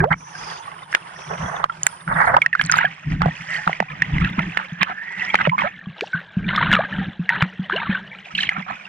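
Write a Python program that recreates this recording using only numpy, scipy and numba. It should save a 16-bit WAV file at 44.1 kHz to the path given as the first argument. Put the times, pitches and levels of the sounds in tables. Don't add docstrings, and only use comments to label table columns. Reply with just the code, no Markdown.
import sys
import numpy as np
from scipy import signal
from scipy.fft import rfft, irfft, next_fast_len
from scipy.io import wavfile
from scipy.ndimage import uniform_filter1d
from numba import njit

SR = 44100
rng = np.random.default_rng(int(sys.argv[2]) if len(sys.argv) > 2 else 0)


def to_wav(s):
    ch = np.atleast_2d(s).T
    pcm = np.round(np.clip(ch, -1, 1) * 32767)
    wavfile.write(sys.argv[1], SR, pcm.astype(np.int16))


N = 391608
TIME_S, CONTROL_S = np.arange(N) / SR, np.arange(0, N / SR, .002)
SURFACING_S, LEAK_TOP_HZ = 2.45, 8700


def undb(db):
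    return 10 ** (np.asarray(db) / 20)


def unit(x):
    return x / np.sqrt(np.mean(x ** 2) + 1e-18)


def lowpass(f, edge_hz, slope):
    return 1 / (1 + (f / edge_hz) ** slope)


def highpass(f, edge_hz, slope):
    return 1 / (1 + (edge_hz / f) ** slope)


def shape(x, gain):
    size = next_fast_len(x.shape[-1] + 512)
    hz = np.maximum(np.fft.rfftfreq(size, 1 / SR), 1)
    return irfft(rfft(x, size) * gain(hz), size)[..., :x.shape[-1]]


def along(points, hz):
    f, value = np.transpose(points)
    return np.interp(np.log(hz), np.log(f), value)


def curve(points):
    return np.interp(TIME_S, *np.transpose(points))


def sampled(control):
    return np.interp(TIME_S, CONTROL_S, control)


def swell(start, end, rise, fall):
    slope = np.maximum((start - CONTROL_S) / rise, (CONTROL_S - end) / fall)
    return undb(-21 * np.clip(slope, 0, 20))


def add(out, start, x):
    i = int(start * SR)
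    out[:, i:i + x.shape[-1]] += x[..., :N - i]


def walk(rate_hz, size=N):
    hold = int(SR / rate_hz)
    steps = np.repeat(rng.standard_normal(size // hold + 2), hold)
    return unit(uniform_filter1d(steps, hold))[:size]


def noise(size, apart):
    mid, side = rng.standard_normal((2, size))
    return unit(np.array([mid + apart * side, mid - apart * side]))


def resonance(hz, width_hz):
    a, b = unit(shape(rng.standard_normal((2, len(hz))), lambda f: lowpass(f, width_hz, 2)))
    phase = 2 * np.pi * np.cumsum(hz) / SR
    return a * np.sin(phase) + b * np.cos(phase)


@njit
def ring(size, start, hz, t60, gain, pan, glide, onset):
    out = np.zeros((2, size))
    for k in range(len(start)):
        first, life = int(start[k] * SR), int(t60[k] * SR) + 2
        phasor = gain[k] + 0j
        step = np.exp(2j * np.pi * hz[k] / SR - np.log(1000) / life)
        bend = np.exp(2j * np.pi * hz[k] * glide / SR / life)
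        for i in range(first, min(first + life, size)):
            cycles = (i - first) * hz[k] / SR
            y = phasor.imag * cycles ** 2 / (cycles ** 2 + onset ** 2)
            out[0, i] += y * pan[k]
            out[1, i] += y / pan[k]
            phasor, step = phasor * step, step * bend
    return out


def bubbles(size, hz, cycles, scatter_db, glide, onset):
    when, rank = rng.random((2, len(hz)))
    life, side = rng.standard_normal((2, len(hz)))
    hz = np.clip(hz, 150, 15000)
    gain = undb(-scatter_db * np.log(0.03 + rank))
    t60 = cycles * np.exp(0.63 * life) / hz
    return unit(ring(size, when * size / SR, hz, t60, gain, undb(2 * side), float(glide), onset + .01))


# (time [s], length [s])
LEVEL_DIPS = [(0.0, 0.2), (1.669, 0.047), (2.461, 0.1), (5.479, 0.18)]
def ducking_gain():
    dip = sum(swell(start, start + length, rise=.0089, fall=.0089) for start, length in LEVEL_DIPS)
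    return sampled(undb(-8 * np.clip(dip, 0, 1)))


# (crest [s], rise [s], fall [s], ripple [dB], fizz [dB])
WATER_SWELLS = [(.42, 0.13, 0.49, -36, -51), (.92, 0.029, 0.05, -48, -50), (1.4, 0.7, 0.34, -40.5, -57.5),
                (1.869, 0.33, 0.23, -42, -48.5), (2.77, 0.32, 0.079, -35, -53),
                (3.574, 0.43, 0.29, -36.5, -44.5), (4.17, 1, 0.92, -35.5, -57),
                (5.29, 0.22, 0.13, -30.5, -46), (5.61, 0.053, 0.067, -24.5, -40.5),
                (6.017, 0.0095, 0.13, -37.5, -38), (7.034, 0.27, 0.11, -30.5, -66),
                (8.0, 0.09, 0.66, -45.5, -62), (8.407, 0.095, 0.081, -41, -41)]
def stirring():
    ripple_power = undb(np.where(CONTROL_S < SURFACING_S, -46, -44)) ** 2
    fizz_power, wake_power, force_power = undb(-61) ** 2, 0, 0
    for crest, rise, fall, ripple_db, fizz_db in WATER_SWELLS:
        envelope = swell(crest, crest, rise, fall)
        ripple_power += (envelope * undb(ripple_db)) ** 2
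        fizz_power += (envelope * undb(fizz_db)) ** 2
    for start, length, db, _ in HOUSING_SLOSHES:
        crest = start + SLOSH_CREST_SHARE * length
        force_power += undb(db) ** 2 * np.exp(-((CONTROL_S - crest) / (length / 2)) ** 2)
        if start > SURFACING_S:
            wake_power += (undb(db) * swell(crest, start + length, rise=.046, fall=.052)) ** 2
    ripple_power += wake_power * undb(-14) ** 2
    fizz_power += wake_power * undb(-59) ** 2
    return [sampled(np.sqrt(power)) for power in (ripple_power, fizz_power, force_power)]


# (frequency [Hz], level [dB])
SUBMERGED_EQ = [(300, -4), (930, 6), (2400, -5), (3450, -4), (5000, -8.5), (6400, -23.5), (10200, -23),
                (11500, -48)]
SURFACE_EQ = [(350, -21.5), (750, -9.5), (1350, -7.5), (1900, -2.5), (2400, -3), (3400, -6.5),
              (4600, -16.5), (7000, -32), (10000, -44.5), (13000, -67.5)]
def shallows(ripple, fizz):
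    hz = 300 + 12000 * rng.random(int(1900 * N / SR)) ** 2
    cloud = bubbles(N, hz, cycles=14, scatter_db=2.8, glide=0.03, onset=2.5)
    cloud = unit(shape(cloud, lambda f: f ** 0.77))
    above = np.clip((TIME_S - SURFACING_S) / .04, 0, 1)
    wash = noise(N, apart=0.78)
    water = above * unit(cloud + undb(-0.5) * wash) + (1 - above) * unit(cloud + undb(4) * wash)
    out = 0
    for eq, share, gurgle_db in ((SUBMERGED_EQ, 1 - above, -5.5), (SURFACE_EQ, above, -11)):
        gurgle = ripple * undb(gurgle_db)
        for lo, hi, gain in ((290, 1150, gurgle), (930, 3425, ripple), (5060, 12000, fizz)):
            band = shape(water, lambda f: undb(along(eq, f)) * highpass(f, lo, 10) * lowpass(f, hi, 10))
            out += unit(band) * share * gain
    lapping = undb(2.2 * walk(45) + 1.5 * walk(13))
    return out * lapping * ducking_gain()


PING_PITCHES_HZ = (931, 1663, 3404)
def stray_bubbles(ripple, force):
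    count = int(70 * N / SR)
    spread = np.clip(rng.standard_normal(count), -2, 2)
    ping_hz = rng.choice(PING_PITCHES_HZ, count) * 2 ** (.09 * spread)
    pings = bubbles(N, ping_hz, cycles=50, scatter_db=5, glide=0, onset=1)
    plops = bubbles(N, 1800 * 2 ** (.4 * spread), cycles=26, scatter_db=5.5, glide=.06, onset=2)
    clusters = np.clip(walk(12), 0, 1.5)
    above = plops * clusters * undb(-3) * (ripple + force * undb(-13))
    return np.where(TIME_S > SURFACING_S, above, pings * ripple * undb(-4)) * ducking_gain()


SLOSH_CREST_SHARE = 0.54
# (bubble rate [1/s], spread [oct], spray [dB], cutoff [Hz], treble leak [dB])
SUBMERGED_CHURN = (506, 0.67, 5.5, 2131, -34.5)
SURFACE_SPLASH = (380.5, .5, -8.5, 4305, -27)
# (time [s], length [s], level [dB], centre [Hz])
HOUSING_SLOSHES = [(0.0, 0.066, -25.5, 948), (0.105, 0.04, -15.5, 1732), (1.291, 0.073, -27, 900),
                   (1.398, 0.27, -27.5, 930), (2.081, 0.12, -23, 1230), (2.159, 0.15, -14.5, 1507),
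                   (2.283, .11, -15.5, 1065), (2.709, .14, -21, 1577), (3.205, 0.088, -26, 989),
                   (3.661, 0.062, -29.5, 986), (4.214, 0.07, -24.5, 1750), (4.374, 0.036, -24, 1150),
                   (4.584, 0.044, -26.5, 1320), (4.809, 0.022, -15, 1895), (4.861, 0.071, -27.5, 1290),
                   (5.336, 0.022, -19.5, 1805), (5.386, 0.038, -18.5, 1405), (5.45, 0.019, -19, 1393),
                   (5.584, 0.095, -21, 1520), (6.143, 0.065, -29, 1845), (6.477, 0.24, -15.5, 1596),
                   (6.706, 0.054, -11, 1810), (6.777, 0.074, -22, 1470), (7.295, 0.097, -20.5, 1600),
                   (7.398, 0.052, -20, 1650), (7.687, 0.11, -25, 1703), (7.794, 0.19, -22.5, 1597),
                   (8.373, 0.11, -24.5, 2740), (8.506, 0.11, -28.5, 1302), (8.662, 0.084, -29, 1175)]
def sloshes():
    out = np.zeros((2, N))
    for start, length, db, centre_hz in HOUSING_SLOSHES:
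        texture = SUBMERGED_CHURN if start < SURFACING_S else SURFACE_SPLASH
        rate, spread, spray_db, cutoff_hz, leak_db = texture
        size = int(length * SR)
        hz = centre_hz * 2 ** (spread * np.clip(rng.standard_normal(int(rate * length) + 4), -1.6, 1.7))
        cloud = bubbles(size, hz, cycles=28, scatter_db=3, glide=0.12, onset=1)
        cloud = unit(shape(cloud, lambda f: f ** 0.2))
        spray = shape(noise(size, apart=1),
                      lambda f: (1 + (np.log2(f / centre_hz) / spread) ** 2 / 7) ** -2)
        swell_db = np.interp(np.linspace(0, 1, size), [0, SLOSH_CREST_SHARE, 1], [-2.5, 0, -4])
        envelope = undb(swell_db + 3.3 * walk(120, size)) * signal.windows.tukey(size, .08)
        wash = (cloud + undb(spray_db) * unit(spray)) * envelope
        muffled = shape(wash, lambda f: highpass(f, 380, 4)
                        * (lowpass(f, cutoff_hz, 20) + undb(leak_db) * lowpass(f, LEAK_TOP_HZ, 8)))
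        add(out, start, undb(db - 3.5) * unit(muffled))
    return out


FLOODED_UNTIL_S, FLOODED_TUNING = 4.3, .87
# (frequency [Hz], level [dB])
HOUSING_EQ = [(25, -13), (90, -10), (150, -1), (187, 7.5), (245, -11.5), (450, -9.5)]
# (time [s], length [s], level [dB])
HOUSING_BUFFETS = [(0.0, 0.011, -16), (0.112, 0.011, -24.5), (1.283, 0.023, -31), (1.405, 0.057, -28.5),
                   (2.083, 0.086, -29.5), (2.595, 0.25, -34), (3.074, 0.19, -20.5), (3.902, 0.41, -33.5),
                   (4.133, 0.094, -19.5), (4.386, 0.1, -29), (6.393, 0.37, -24.5), (6.923, 0.16, -30)]
def housing_rumble(ripple, force):
    def body(tuning):
        return unit(shape(noise(N, apart=0.077), lambda f: undb(along(HOUSING_EQ, f / tuning))
                          * lowpass(f, 330 * tuning, 8) * highpass(f, 25, 1)))

    buffet_power = sum((undb(db) * swell(start, start + length, rise=.023, fall=.076)) ** 2
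                       for start, length, db in HOUSING_BUFFETS)
    power = sampled(buffet_power) + (ripple * undb(-7.5)) ** 2 + (force * undb(-15.5)) ** 2
    drained, flooded = body(1), body(FLOODED_TUNING)
    rumble = np.where(TIME_S < FLOODED_UNTIL_S, flooded, drained)
    shudder = unit(shape(noise(N, apart=.06), lambda f: lowpass(f, 107, 6) * highpass(f, 20, 2)))
    return (rumble * np.sqrt(power) + shudder * power * undb(10.5)) * undb(3 * walk(30))


# (time [s], level [dB], pitch [Hz], t60 [s])
BUBBLE_POPS = [(0.002, -10, 1644, 0.05), (0.0408, -2, 882, 0.017), (0.126, -11.5, 2267, 0.043),
               (0.351, -25, 1690, 0.03), (0.9278, -12, 1680, 0.0063), (0.938, -16.5, 1747, 0.055),
               (0.9494, 2.5, 1965, 0.0022), (1.6416, 0, 1094, 0.0061), (1.696, -13.5, 1260, 0.034),
               (1.8668, -3, 1800, .0023), (2.077, -14.5, 1354, 0.018), (2.124, -10.5, 1097, 0.031),
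               (2.366, 2, 950, 0.03), (2.417, -3.5, 2120, 0.034), (2.461, -2.5, 1813, 0.019),
               (2.528, -10, 1960, 0.061), (2.5513, -6.5, 1480, 0.02), (2.5945, -7, 1673, 0.044),
               (2.6129, -2, 2100, 0.0067), (2.6955, -5, 1476, 0.025), (2.7215, -6.5, 1620, .012),
               (2.739, -2, 1262, 0.023), (2.786, -1, 1587, 0.022), (2.8099, -10, 2014, 0.028),
               (2.8433, -12.5, 778, 0.041), (2.8487, -8.5, 1680, 0.058), (3.219, -1.5, 1420, 0.0085),
               (3.2584, -3, 719, 0.015), (3.6758, -0.5, 1146, 0.011), (3.6948, -10.5, 755, 0.014),
               (3.7292, -11.5, 2100, 0.017), (3.8031, -3.5, 748, 0.0098), (3.802, -6.5, 1770, 0.013),
               (3.8255, -12, 845, 0.014), (4.02, -1.5, 2050, 0.02), (4.182, -12.5, 2020, 0.018),
               (4.246, -14, 2550, 0.018), (4.392, -10, 2020, 0.015), (4.5727, -2.5, 1790, 0.0038),
               (4.8309, -0.5, 1950, 0.0016), (5.344, 2.5, 1070, 0.0066), (5.354, -2, 2050, 0.007),
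               (5.388, -13.5, 1580, 0.041), (5.414, -11, 2060, 0.021), (5.472, -4, 567, 0.021),
               (5.494, -12.5, 2210, 0.026), (5.581, -8.5, 1360, 0.015), (5.5875, -11, 2200, 0.021),
               (6.0094, -8, 2110, 0.0024), (6.1312, -12, 1548, 0.18), (6.561, -11, 3640, 0.013),
               (6.715, 1, 1770, 0.01), (6.729, 1, 1900, 0.0032), (6.7517, -1, 1840, 0.0071),
               (6.7636, -10, 1180, 0.082), (7.2911, -1, 1930, 0.013), (7.2992, -6.5, 1885, 0.021),
               (7.355, -14.5, 1360, 0.015), (7.419, -7.5, 1760, 0.011), (7.424, -0.5, 1620, 0.0038),
               (7.698, -8.5, 1150, 0.014), (7.7196, -12.5, 1590, 0.073), (7.761, -15, 2890, 0.071),
               (7.9468, -11.5, 1512, 0.062), (8.349, -14, 2970, 0.05), (8.406, -12, 3090, 0.032),
               (8.431, -10, 2850, 0.017), (8.4905, -4.5, 2116, .017)]
def pops():
    out, t = np.zeros((2, N)), np.arange(3000) / SR
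    for start, db, hz, t60 in BUBBLE_POPS:
        phase = 2 * np.pi * np.cumsum(hz * (1 + .048 * walk(180, len(t)))) / SR
        attack_s = .057 * min(t60, .035)
        upper = undb(-11.5 - 60 * t / .05) * np.sin(1.427 * phase)
        tone = (np.sin(phase) + upper) * undb(-60 * np.maximum(t - attack_s, 0) / t60)
        splat = shape(noise(len(t), apart=1),
                      lambda f: lowpass(f, 4500, 2) / (1 + (np.log2(f / hz) / 0.43) ** 2))
        splat = unit(splat) * undb(-6.5 - 60 * t / .018)
        add(out, start, undb(db) * (tone + splat) * (1 - np.exp(-(t / attack_s) ** 2)))
    return out


# (time [s], length [s], level [dB], first pitch [Hz], last pitch [Hz])
AIR_GLUGS = [(.002, .1, -19, 356, 813), (5.515, 0.052, -16, 995, 1090), (5.638, 0.048, -22, 550, 867),
             (6.02, 0.026, -20, 388, 1047), (6.789, 0.026, -10.5, 599, 925),
             (7.724, 0.065, -21.5, 340, 1050)]
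def glugs():
    out = np.zeros((2, N))
    for start, length, db, first_hz, last_hz in AIR_GLUGS:
        size = int(length * SR)
        age = np.linspace(0, 1, size)
        hz = (first_hz + (last_hz - first_hz) * age ** 2) * (1 + .04 * walk(250, size))
        envelope = undb(db - 7 * age + 2 * walk(200, size)) * signal.windows.tukey(size, .4)
        add(out, start, envelope * np.sin(2 * np.pi * np.cumsum(hz) / SR))
    return out


# (start [s], end [s], level [dB], first centre [Hz], last centre [Hz])
FOAM_PATCHES = [(.19, .6, -50.5, 5900, 6300), (.34, .56, -45.5, 5200, 4800), (1.16, 1.575, -50, 5600, 6100),
                (.2, 1.61, -60.5, 9600, 9150), (1.85, 2.28, -52, 9550, 9200)]
def foam():
    out, t = np.zeros((2, N)), TIME_S[TIME_S < SURFACING_S]
    for start, end, db, first_hz, last_hz in FOAM_PATCHES:
        hz = np.interp(t, [start, end], [first_hz, last_hz])
        envelope = sampled(swell(start, end, rise=.04, fall=.06))[:len(t)]
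        sputter = undb(db + 2 * walk(20, len(t)) + 2 * walk(140, len(t)))
        add(out, 0, envelope * sputter * np.array([resonance(hz, width_hz=380) for _ in range(2)]))
    return shape(out, lambda f: lowpass(f, 10600, 30))


# (time [s], level [dB], pitch [Hz])
FOAM_SNAPS = [(1.833, -11.5, 6800), (1.8677, -3, 7260), (2.7156, -10.5, 6800), (2.7218, -13, 5100)]
def snaps():
    out, t = np.zeros((2, N)), np.arange(3000) / SR
    envelope = undb(-60 * t / .0058) * (1 - np.exp(-t / 54e-6))
    for start, db, hz in FOAM_SNAPS:
        add(out, start, undb(db + 9.5) * np.sin(2 * np.pi * hz * t) * envelope)
    return out


CRACKLE_PER_S = 110
# (time [s], length [s], level [dB])
FOAM_CRACKLES = [(2.16, .22, -52.5), (2.586, .21, -39)]
def crackle():
    out = np.zeros((2, N))
    for start, length, db in FOAM_CRACKLES:
        hz = 7000 * 2 ** (0.45 * rng.standard_normal(int(CRACKLE_PER_S * length)))
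        ticks = bubbles(int(length * SR), hz, cycles=35, scatter_db=3, glide=.1, onset=1)
        add(out, start, undb(db) * ticks)
    return out


# (time [s], resonance [Hz])
CAVITY_PITCH = [(4.15, 1910), (4.9, 1620), (5.09, 1860), (5.3, 1960), (6.15, 1560), (7.0, 1620),
                (7.57, 1900), (8.0, 1650), (8.4, 2300)]
# (crest [s], rise [s], fall [s], level [dB])
CAVITY_POURS = [(3.56, 0.1, 0.088, -23.5), (5.28, 0.48, .1, -29)]
def trickle(ripple, force):
    hz = curve(CAVITY_PITCH) * (1 + .03 * walk(18))
    pours = sum(undb(db) * swell(crest, crest, rise, fall) for crest, rise, fall, db in CAVITY_POURS)
    gulps = undb(3 * walk(70))
    drive = ripple * undb(-8) + force * undb(-20.5) + sampled(pours) * gulps
    return resonance(hz, width_hz=151) * drive * (TIME_S > SURFACING_S) * ducking_gain()


SLAP_HZ, DRAIN_HZ_PER_S, SLAP_HOLD_S, SLAP_T60_S = 160.5, 5.03, .0098, .13
# (time [s], level [dB])
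HOUSING_SLAPS = [(3.26, -8.5), (3.669, -15.5), (3.802, -16.5), (4.381, -9.5), (4.721, -16.5), (5.473, -6.5),
                 (5.869, -16.5), (6.145, -15.5), (6.368, -8.5), (6.736, -7), (6.985, -13), (7.193, -10),
                 (7.422, -6), (7.593, -12.5), (7.892, -7), (8.579, -16)]
def slaps():
    out, t = np.zeros((2, N)), np.arange(9000) / SR
    attack = 1 - np.exp(-(t / .0025) ** 2)
    decay_db = -60 * np.maximum(t - SLAP_HOLD_S, 0) / SLAP_T60_S
    for start, db in HOUSING_SLAPS:
        hz = SLAP_HZ + DRAIN_HZ_PER_S * (start - SURFACING_S)
        phase = 2 * np.pi * np.cumsum(hz * (1 + 0.088 * walk(110, len(t)))) / SR
        boom = np.sin(phase) * undb(decay_db + 2 * walk(83, len(t)))
        add(out, start, undb(db - 5) * boom * attack)
    return out


# (frequency [Hz], gain [dB])
HOLLOW_EQ = [(600, 5.5), (1100, -10), (1600, 0.5), (2100, -8.5), (2500, -13), (2850, -4), (3300, -1),
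             (3900, 5)]
def hollow(water):
    return shape(water, lambda f: undb(along(HOLLOW_EQ, f)) * lowpass(f, 4280, 30)
                 + undb(-11) * lowpass(f, LEAK_TOP_HZ, 8))


# (frequency [Hz], lag [rad])
RIGHT_LAG = [(260, -1.05), (520, -1.07), (860, -1.5), (1290, -4.5), (2400, -6), (6000, -3.5)]
# (frequency [Hz], gain [dB])
RIGHT_EQ = [(400, 4), (1500, 5), (3500, 2.5)]
def wet_ports(sound):
    right = shape(sound[1], lambda f: np.exp(-1j * along(RIGHT_LAG, f)) * undb(along(RIGHT_EQ, f)))
    return np.array([sound[0], right])


# (time [s], width [0 mono, 1 wide])
STEREO_WIDTH = [(5.68, 1), (5.8, 0.045), (8.15, 0.012), (8.33, 1)]
def scene():
    ripple, fizz, force = stirring()
    width = curve(STEREO_WIDTH)
    water = shallows(ripple, fizz) + sloshes() + stray_bubbles(ripple, force) + trickle(ripple, force)
    water = width * water + (1 - width) * hollow(water)
    sound = water + foam() + crackle() + pops() + snaps() + glugs()
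    stereo = width * wet_ports(sound) + (1 - width) * sound.mean(axis=0)
    return stereo + slaps() + housing_rumble(ripple, force)


def record(dry):
    clipped = dry / (1 + dry ** 6) ** (1 / 6)
    return signal.sosfilt(signal.ellip(8, .2, 70, 16300, fs=SR, output="sos"), clipped)


dry = scene()
out = record(dry)
to_wav(out)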